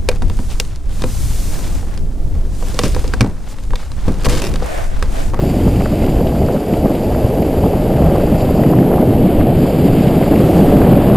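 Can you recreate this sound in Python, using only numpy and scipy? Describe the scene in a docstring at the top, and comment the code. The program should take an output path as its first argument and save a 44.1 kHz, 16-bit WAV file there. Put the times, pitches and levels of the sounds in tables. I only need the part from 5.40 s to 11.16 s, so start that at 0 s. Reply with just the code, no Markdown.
"""A cobbled lane: a mountain bike coasts down it, heard from helmet and chest microphones, mixed to mono.
Wind is lumpy shaped noise; tyres and frame are resonances struck by uneven streams of stone blows.
Filtered bursts knock, thud and tick, shaped noise and grit hiss under the tread, the freehub buzzes.
Loose parts clatter, the chain jangles and the deep rumble surges around single pitches.
The chest signal is held at a slow clock, which adds fizz, and the mix overloads softly on peaks."""
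import sys
import numpy as np
from scipy import signal
from scipy.fft import rfft, irfft
from scipy.io import wavfile
from scipy.ndimage import uniform_filter1d

SR = 44100
rng = np.random.default_rng(int(sys.argv[2]) if len(sys.argv) > 2 else 0)


def generate_wav(signal):
    """Clip the signal to [-1, 1] and save it as 16-bit WAV at the path in sys.argv[1]."""
    frames = np.transpose(np.atleast_2d(signal))
    scaled = np.clip(frames, -1, 1) * 32767
    pcm = np.round(scaled).astype(np.int16)
    wavfile.write(sys.argv[1], SR, pcm)


N = 254016   # samples


def from_db(db):
    """Amplitude factor of a level in dB."""
    return 10 ** (np.asarray(db) / 20)


def rms_one(x):
    """Scales the whole signal to rms 1."""
    return x / np.sqrt(np.mean(x ** 2) + 1e-20)


def in_time(rows):
    """Each level column of a curve, joined by straight lines."""
    s, *columns = np.transpose(rows)
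    return [np.interp(np.arange(N) / SR, s, column) for column in columns]


def swells(rows):
    """Each event rises and falls evenly around its time; one curve for each level column."""
    t = np.arange(N) / SR
    return sum(np.outer(level, np.maximum(1 - 2 * np.abs(t - s) / length_s, 0))
               for s, length_s, *level in rows)


def steady(x, span_s):
    """Level held at rms 1 over the given span; faster flutter stays."""
    return x / np.sqrt(uniform_filter1d(x ** 2, max(int(span_s * SR), 2)) + 1e-12)


def cut(x, hz, kind, order):
    """Butterworth low- or high-pass."""
    return signal.sosfilt(signal.butter(order, min(hz, .45 * SR), kind, fs=SR, output="sos"), x)


def drift(rate_hz):
    """Slow random wander with a spread of 1, drawn every 40 samples and joined by straight lines."""
    step = 40
    r = np.exp(-2 * np.pi * rate_hz * step / SR)
    chance = rng.standard_normal(N // step + 2002)
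    slow = signal.lfilter([1], [1, -2 * r, r * r], chance)[2000:]   # skip the filter's start-up
    return np.interp(np.arange(N) / step, np.arange(len(slow)), rms_one(slow))


def coloured_noise(spectrum):
    """Noise with the given spectrum, rms 1."""
    hz, db = np.transpose(spectrum)
    bins = np.maximum(np.fft.rfftfreq(N, 1 / SR), 1)
    shape = from_db(np.interp(np.log(bins), np.log(hz), db))
    return rms_one(irfft(rfft(rng.standard_normal(N)) * shape, N))


def resonate(force, modes):
    """Parallel resonances with alternating signs."""
    out = 0
    for k, (hz, width, db) in enumerate(modes):
        r = np.exp(-np.pi * width / SR)
        poles = [1, -2 * r * np.cos(2 * np.pi * hz / SR), r * r]
        zeros = [(1 - r * r) / 2, 0, -(1 - r * r) / 2]
        out = out + (-1) ** k * from_db(db) * signal.lfilter(zeros, poles, force + 1e-18)
    return out


def pulse_train(per_s, jitter, spread_db):
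    """Clicks at uneven intervals and of uneven strength; per_s is the rate at the median interval."""
    chance = rng.standard_normal((6000, 2))
    at = (np.cumsum(np.exp(jitter * chance[:, 0])) / per_s * SR).astype(int)
    clicks = np.zeros(N)
    clicks[at[at < N]] = from_db(spread_db * np.clip(chance[at < N, 1], -2, 2))
    return clicks


def chatter(clicks, decay_s):
    """Each contact breaks up into a short, dying burst of noise."""
    envelope = signal.lfilter([1], [1, -np.exp(-1 / (decay_s * SR))], clicks + 1e-18)
    return envelope * rng.standard_normal(N)


def burst(decay_s):
    """One chattering contact that rises fast and dies, with a nearly even spectrum."""
    t = np.arange(SR // 10) / SR
    envelope = np.sqrt(t) * np.exp(-t / decay_s)
    grains = rng.standard_normal(len(t))
    for _ in range(2):   # flatten the spectrum
        spectrum = rfft(grains * envelope)
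        grains = irfft(spectrum / (np.abs(spectrum) + 1e-12), len(t))
    return grains * envelope


def blows(events):
    """Places (t/s, level/dB, sound) blows, each with the energy of BLOW_S at the rms of its level."""
    BLOW_S = .008
    out = np.zeros(N + SR)
    for s, db, sound in events:
        start = max(int(s * SR), 0)
        level = from_db(db) * np.sqrt(BLOW_S * SR / np.sum(sound ** 2))
        out[start:start + len(sound)] += level * sound
    return out[:N]


STONES_PER_S = 68   # for each wheel, at the median interval


def stones(decay_s):
    """Both wheels strike sett after sett, each in its own uneven rhythm."""
    wheels = [pulse_train(STONES_PER_S, jitter=.35, spread_db=-0.5) for wheel in range(2)]
    return chatter(sum(wheels), decay_s)


# resonances of the tyres: [f/Hz, width/Hz, level/dB before the boom]
TYRE_MODES = [(138.7, 55, -0.2), (209.6, 85, 0.5), (300, 141, -3)]


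def drumming(boom_db):
    """Soft tyres pass the low part of each blow; their deepest mode follows boom_db; rms 1."""
    force = stones(decay_s=0.013)
    deepest = from_db(boom_db - 0.6) * resonate(force, TYRE_MODES[:1])
    drum = deepest - resonate(force, TYRE_MODES[1:])
    return steady(cut(cut(drum, 472, "low", order=3), 90, "high", order=2), span_s=0.057)


# resonances of frame and mount, also rung by the thuds: [f/Hz, width/Hz, level/dB]
FRAME_MODES = [(358, 154, 0), (487, 137, 3), (591, 102, 3), (762, 260, -6.5)]


def shaking():
    """Frame and mount shudder on every stone; rms 1."""
    shake = resonate(stones(decay_s=0.0095), FRAME_MODES)
    return steady(cut(cut(shake, 884, "low", order=4), 337, "high", order=2), span_s=0.071)


# spectrum of the tread's hiss: [f/Hz, relative level/dB per Hz]
HISS_SPECTRUM = [(300, -14), (900, 1.5), (1300, 2), (1800, -2), (2400, -1), (3000, 0), (3500, -5),
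                 (4200, -9), (5200, -15.5), (6000, -39)]


def hiss(level_db):
    """Tread scuffing the stone, with grit crackling under it in the two lowest chain modes."""
    contacts = chatter(pulse_train(330, jitter=.8, spread_db=-0.5), decay_s=0.0036)
    grit = cut(resonate(contacts, CHAIN_MODES[:2]), 2870, "low", order=4)
    scuff = from_db(1.0 * drift(34)) * coloured_noise(HISS_SPECTRUM)
    return from_db(level_db) * (scuff + from_db(-11.0) * rms_one(grit))


# resonances of the freehub shell: [f/Hz, width/Hz, level/dB]
HUB_MODES = [(2620, 19, 5.5), (3920, 260, -9.5), (4420, 350, -2.5), (4710, 360, 3), (5200, 980, -8)]
# the buzz while the rider coasts, before flares, waver and pause: [t/s, level/dB]
COASTING = [(0, -42.5), (1.1, -46), (2.7, -46.5), (3.1, -44.5), (4.3, -43), (4.9, -44), (5.76, -46.5)]
# the buzz flares up: [t/s, length/s, extra level/dB]
HUB_FLARES = [(.09, .07, 5.5), (.45, .1, 3), (1.64, .09, 3), (3.008, .06, 6), (3.17, .06, 1),
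              (4.62, .06, 5), (5.176, .08, 7)]
# the buzz dies down for a moment: [start t/s, end t/s, fade/s]
HUB_PAUSE = (3.33, 4.15, 0.035)
HUB_WAVER_DB = 0.9   # spread of the waver


def freehub():
    """Pawls snap over the ratchet teeth so fast that they merge into a wavering, flaring buzz."""
    level_db, = in_time(COASTING) + swells(HUB_FLARES)
    start, end, fade_s = HUB_PAUSE
    t = np.arange(N) / SR
    coasting = np.clip(np.maximum(start - t, t - end) / fade_s + .5, from_db(-7), 1)   # 7 dB dip
    pawls = chatter(pulse_train(260, jitter=.15, spread_db=2.0), decay_s=0.0045)
    buzz = steady(resonate(pawls, HUB_MODES), span_s=0.092)
    return from_db(level_db + HUB_WAVER_DB * drift(16)) * coasting * buzz


# spectrum of the wind before its large eddies are thinned: [f/Hz, relative level/dB per Hz]
WIND_SPECTRUM = [(8, -15), (20, 8), (35, -3), (58, 4.5), (85, 1.5), (120, -1.5), (250, -23.5), (700, -22),
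                 (2000, -59.5)]
# wind at the helmet between gusts, before trim: [t/s, level/dB]
BREEZE = [(0, -18.5), (0.9, -18.5), (1.2, -30), (1.7, -23.5), (2.3, -20.5), (3.1, -18), (3.35, -25),
          (4.0, -23), (4.45, -23.5), (5.0, -22.5), (5.4, -16), (5.76, -21)]
# single buffets, lifting or easing the breeze: [t/s, length/s, extra level/dB]
GUSTS = [(.07, 0.18, 0.5), (.26, 0.081, 5.5), (.35, 0.23, 4), (.54, 0.06, -3), (.65, 0.085, 4.5),
         (.77, 0.069, 7), (1.05, 0.26, 7.5), (1.4, 0.24, 9.5), (1.73, 0.21, 7), (1.85, 0.045, 13),
         (2.2, .11, 6), (2.65, 0.1, 9.5), (3.55, 0.11, 6), (3.77, 0.22, 7), (3.99, 0.15, 13),
         (4.16, 0.066, 10), (4.53, 0.1, 8), (4.91, .06, 5)]
# spectrum of the rushing air: [f/Hz, relative level/dB per Hz]
AIR_SPECTRUM = [(1000, 11), (4000, 0), (6000, 1.5), (8000, 0.5), (9300, 3), (11000, -3), (13500, 1),
                (15300, -24), (17000, -11)]
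# air rushing past the helmet, before trim: [t/s, level/dB]
RUSH = [(0, -52), (.33, -48.5), (.52, -53), (2.0, -52), (2.35, -54), (3.0, -54), (3.75, -54.5), (4.05, -65),
        (4.3, -60), (4.95, -54), (5.13, -46.5), (5.65, -61)]


def wind(boom_db):
    """Lumpy turbulence at the port, its large eddies weaker as boom_db rises, under a thin rush of air."""
    gust_db, = in_time(BREEZE) + swells(GUSTS)
    rush_db, = in_time(RUSH)
    eddies = coloured_noise(WIND_SPECTRUM)
    large = cut(eddies, 45, "low", order=1)
    buffets = steady(eddies - large + from_db(-0.8 * boom_db) * large, span_s=0.074)
    rush = from_db(rush_db + 9.5) * coloured_noise(AIR_SPECTRUM)
    return from_db(gust_db + 2.4) * buffets + rush


# what the small parts ring with: [f/Hz, width/Hz, level/dB]
CLATTER_MODES = [(322, 160, 8), (645, 76, 4.5), (872, 117, -0.5), (1080, 470, -2.5), (1510, 480, -8)]
# small parts clatter on the rougher stretches, before trim: [t/s, level/dB]
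CLATTER = [(0, -52), (.9, -39.5), (2.4, -40), (2.7, -30), (2.9, -35.5), (3.3, -34), (3.85, -38), (4.5, -39),
           (4.85, -32.8), (5.76, -28)]
CLATTER_PER_S, CLATTER_SPREAD_DB = 85, 0.5   # touches per second at the median interval, unevenness


def rattles():
    """Loose small parts touch again and again and ring in a running clatter."""
    clatter_db, = in_time(CLATTER)
    clicks = pulse_train(CLATTER_PER_S, jitter=.5, spread_db=CLATTER_SPREAD_DB)
    touches = chatter(clicks, decay_s=0.0068)
    clatter = cut(resonate(touches, CLATTER_MODES), 1080, "high", order=3)
    return from_db(clatter_db - 3.0) * steady(cut(clatter, 1970, "low", order=3), span_s=0.22)


# resonances of the drive train's metal, the first two also for grit: [f/Hz, width/Hz, level/dB]
CHAIN_MODES = [(2100, 560, 10), (2980, 540, 5.5), (3880, 160, 3.5), (4900, 990, -3), (8260, 2500, -4)]
# chain and cables tick against the frame: [t/s, level/dB, pitch f/Hz]
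TICKS = [(.356, -35, 2800), (.3985, -33, 2300), (.582, -41, 3000), (.616, -35, 2800), (.641, -36, 3200),
         (.66, -38, 3600), (.678, -39, 2800), (.72, -41, 2700), (0.867, -34, 4000), (1.334, -32.5, 2700),
         (1.548, -36.5, 3800), (2.022, -32.5, 2200), (3.002, -33.5, 3600), (3.236, -39, 2200),
         (4.594, -37, 2400), (4.632, -35, 2800), (4.677, -31, 3200), (4.822, -32, 2400), (4.954, -30, 2400),
         (5.172, -40, 3000)]
# the chain jangles in short bursts: [t/s, length/s, peak level/dB]
JANGLES = [(.09, .08, -41), (0.415, 0.11, -41), (0.652, 0.34, -40)]
TICK_FOCUS_DB = 14   # loss per octave away from a tick's pitch


def ticks():
    """Light metallic touches, alone and in jangles; each lone touch favours the modes near one pitch."""
    shaken = swells([(s, length_s, from_db(db)) for s, length_s, db in JANGLES])[0]
    contacts = chatter(pulse_train(110, jitter=0.88, spread_db=1.0), decay_s=0.0023)
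    links = resonate(contacts, CHAIN_MODES)
    touches = []
    for s, db, pitch_hz in TICKS:
        modes = [(hz, width, mode_db - TICK_FOCUS_DB * abs(np.log2(hz / pitch_hz)))
                 for hz, width, mode_db in CHAIN_MODES]
        touch = resonate(burst(decay_s=0.0077), modes)
        touches.append((s, db, cut(touch, 4800, "low", order=3)))
    return blows(touches) + shaken * steady(links, span_s=.05)


# surges of the deep rumble: [centre t/s, length/s, f/Hz, peak level/dB]
BOOMS = [(.17, 0.084, 235, -14.5), (.26, 0.081, 196, -12.5), (.39, 0.089, 180, -15), (1.0, 0.087, 120, -19),
         (1.15, .09, 227, -19), (1.45, 0.092, 219, -19), (2.25, 0.077, 150, -16), (2.66, 0.093, 153, -14),
         (2.94, .07, 149, -14), (3.19, 0.083, 201, -16), (3.27, 0.12, 139, -13), (3.37, 0.12, 141, -15),
         (3.43, 0.098, 205, -13), (3.7, 0.091, 134, -11.5), (3.81, .12, 301, -16.5),
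         (3.86, 0.082, 172, -12), (4.21, .08, 149, -15), (4.4, .14, 174, -14), (4.57, .11, 174, -11),
         (4.92, 0.089, 288, -11), (5.21, 0.23, 186, -10.5), (5.37, 0.088, 271, -11.5),
         (5.52, 0.094, 163, -11.5), (5.74, 0.11, 188, -9.5)]
BOOM_WIDTH_HZ = 24


def booms():
    """Short surges in which the rumble gathers around one pitch: noise through a narrow resonance."""
    out = np.zeros(N + SR)
    for s, length_s, hz, db in BOOMS:
        size = int(length_s * SR)
        ringing = resonate(rng.standard_normal(SR // 2), [(hz, BOOM_WIDTH_HZ, 0)])
        ringing = steady(cut(ringing, 426, "low", order=4), span_s=0.047)
        start = max(int((s - length_s / 2) * SR), 0)
        out[start:start + size] += from_db(db) * np.hanning(size) * ringing[-size:]
    return out[:N]


# deep joints that make the frame thud: [t/s, level/dB]
THUDS = [(.27, -18), (.402, -19), (.451, -18.5), (.519, -21), (.634, -18), (.803, -19), (1.009, -13),
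         (1.089, -22), (1.139, -16), (1.449, -12), (1.503, -17), (1.683, -24), (2.045, -18), (2.255, -15),
         (2.296, -15), (2.333, -12.5), (2.795, -17), (3.021, -14.5), (3.325, -15), (3.42, -16),
         (3.622, -13), (3.807, -19), (4.058, -15), (4.116, -15), (4.46, -16), (4.651, -11.5), (4.756, -20),
         (4.809, -17), (5.161, -19.5), (5.203, -16), (5.316, -12), (5.491, -17)]


def thuds():
    """A wheel drops into a deep joint and the frame rings once."""
    events = []
    for s, db in THUDS:
        ring = resonate(burst(decay_s=0.0072), FRAME_MODES)
        events.append((s, db, cut(ring, 856, "low", order=4)))
    return blows(events)


# hard stones that make the bike knock: [t/s, level/dB, upper edge f/Hz]
KNOCKS = [(0.277, -25, 1050), (0.407, -27, 1300), (.456, -23.5, 1740), (.522, -31, 1600), (.637, -31, 1500),
          (.673, -31, 1500), (.804, -30, 1300), (0.949, -29, 1390), (1.083, -27, 1490), (1.162, -29, 1450),
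          (1.455, -24, 1100), (1.501, -28, 1150), (1.745, -27.5, 1680), (2.236, -17, 950),
          (2.257, -28, 1250), (2.332, -26, 1100), (2.619, -31, 1700), (2.662, -29, 1400),
          (2.754, -22, 1200), (2.797, -31, 1640), (3.234, -26.5, 2150), (3.333, -21, 1190),
          (3.385, -23.5, 1780), (3.425, -28, 1440), (3.513, -24, 1350), (3.534, -24, 1450),
          (3.579, -21, 1150), (4.006, -23.5, 1940), (4.252, -25, 1250), (4.83, -27, 1400),
          (4.93, -27, 1400), (5.415, -22, 1630), (5.621, -25, 1400), (5.731, -28, 1400)]


def knocks():
    """Dry clacks on the hardest stones: the sharper the edge, the higher the clack reaches."""
    events = []
    for s, db, top_hz in KNOCKS:
        clack = cut(burst(decay_s=0.0054), 500, "high", order=2)
        events.append((s, db, cut(clack, top_hz, "low", order=6)))
    return blows(events)


# the rumble of the ride, before trim: [t/s, tyre drumming level/dB, frame shake level/dB]
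RIDE = [(0, -16, -23), (0.48, -18, -25), (0.68, -17, -20.5), (1.2, -18.5, -21.5), (1.9, -18, -18.5),
        (2.6, -15, -20), (3.0, -14.5, -18.5), (3.3, -10, -18), (3.7, -11.5, -19), (4.2, -13, -18.5),
        (4.7, -10.5, -17.5), (5.25, -10, -15), (5.76, -9, -15)]
# short patches that ease or shift the rumble: [t/s, length/s, drumming change/dB, shake change/dB]
LULLS = [(.11, .08, -1, -2), (.34, 0.098, -2, -3), (.495, 0.098, -3, -3), (.75, .05, -2, -3),
         (.94, .06, 2.5, -1), (1.23, 0.13, -4, -1.5), (1.585, 0.073, -0.5, -4), (1.735, 0.044, -2, -4),
         (1.93, 0.07, -6, 2), (3.0, 0.1, -6, 1.5), (3.54, 0.22, -2.5, 4.5), (3.745, .06, -3, 4),
         (3.91, 0.039, -2, 2), (4.19, 0.1, 1.5, -2.5), (4.29, 0.061, -3, 3), (4.59, 0.13, -1, -3),
         (4.73, 0.036, -1, -0.5), (4.86, .07, -4, -1), (5.62, 0.11, -3, -0.5)]
# bumps in the paving that briefly reshape the rumble: [t/s, length/s, drumming change/dB, shake change/dB]
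BUMPS = [(.04, 0.091, 5.5, -0.5), (.27, .08, 3.5, 3.5), (.53, 0.04, 7.5, 3), (.66, 0.21, 3.5, 0),
         (.82, 0.15, 3, 1), (1.02, 0.24, 3, 1), (1.14, 0.16, 1.5, 3.5), (1.33, 0.074, 6.5, 3),
         (1.45, 0.037, 10, 7.5), (1.51, 0.036, 9, 1.5), (1.72, 0.32, 0, 2), (2.02, 0.1, 6, -1),
         (2.25, 0.061, 6, 3.5), (2.66, 0.58, 0.5, 4), (3.19, 0.046, 4, 4.5), (3.63, 0.074, 3.5, 1),
         (3.82, 0.083, 1, 2), (4.08, 0.064, 2, 4), (4.22, 0.11, 2.5, -2), (4.45, 0.28, 2.5, 0),
         (5.37, 0.037, 3.5, -1), (5.52, 0.095, 4, -0.5)]
# tread scuffing the stone, before the throb: [t/s, level/dB]
TREAD = [(0, -37), (.55, -38), (.9, -39.5), (2.35, -38), (2.6, -37), (3.0, -36), (3.4, -37.5), (3.9, -36),
         (4.5, -34), (5.1, -33), (5.76, -33.5)]
# the deepest tyre mode gains 0.33 dB per dB of drumming above -14 dB
BOOM_FOLLOWS, BOOM_FROM_DB = 0.33, -14
ROAR_DB = -2   # even roar at the chest, against the frame shake
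WHEEL_TURNS_PER_S = 2.9


def scene():
    """Chest and helmet rows: separate noise for each path; the body shields the chest from jolts."""
    drum_db, shake_db = in_time(RIDE) + swells(LULLS)
    bump_drum_db, bump_shake_db = swells(BUMPS)
    tread_db, = in_time(TREAD)
    boom_db = BOOM_FOLLOWS * (drum_db - BOOM_FROM_DB)
    turns = WHEEL_TURNS_PER_S * np.arange(N) / SR
    throb_db = 0.21 * np.sin(2 * np.pi * turns)   # one swell per wheel turn
    drum = from_db(drum_db + bump_drum_db - 3.0)
    shake = from_db(shake_db + bump_shake_db - 0.75)
    roar = from_db(shake_db + ROAR_DB + throb_db)
    # the uneven part of the shaking, never quite silent
    jolts = np.sqrt(np.maximum(shake ** 2 - roar ** 2, 0.085 * shake ** 2))
    chest = drum * drumming(boom_db) + roar * shaking() + hiss(tread_db + throb_db) + freehub()
    helmet = drum * drumming(boom_db) + jolts * shaking() + wind(boom_db) + rattles()
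    helmet = helmet + ticks() + booms() + thuds() + knocks()
    return np.array([chest, helmet])


HOLD_HZ, CUTOFF_HZ = 12000, 15350   # chest sample clock, upper edge of the mix


def record(dry):
    """Holding each slow chest sample mirrors its sound around the clock rate; the mono mix overloads."""
    chest, helmet = dry
    sampled = signal.resample_poly(chest, HOLD_HZ, SR)
    held = signal.resample_poly(np.repeat(sampled, 8), SR, 8 * HOLD_HZ)[:N]
    mix = held + helmet
    overloaded = mix / (1 + np.abs(mix) ** 16) ** (1 / 16)   # bends only near full scale
    low_pass = signal.ellip(10, .1, 80, CUTOFF_HZ, fs=SR, output="sos")
    out = signal.sosfilt(low_pass, overloaded)
    return np.array([out, out])


dry = scene()
out = record(dry)
generate_wav(out)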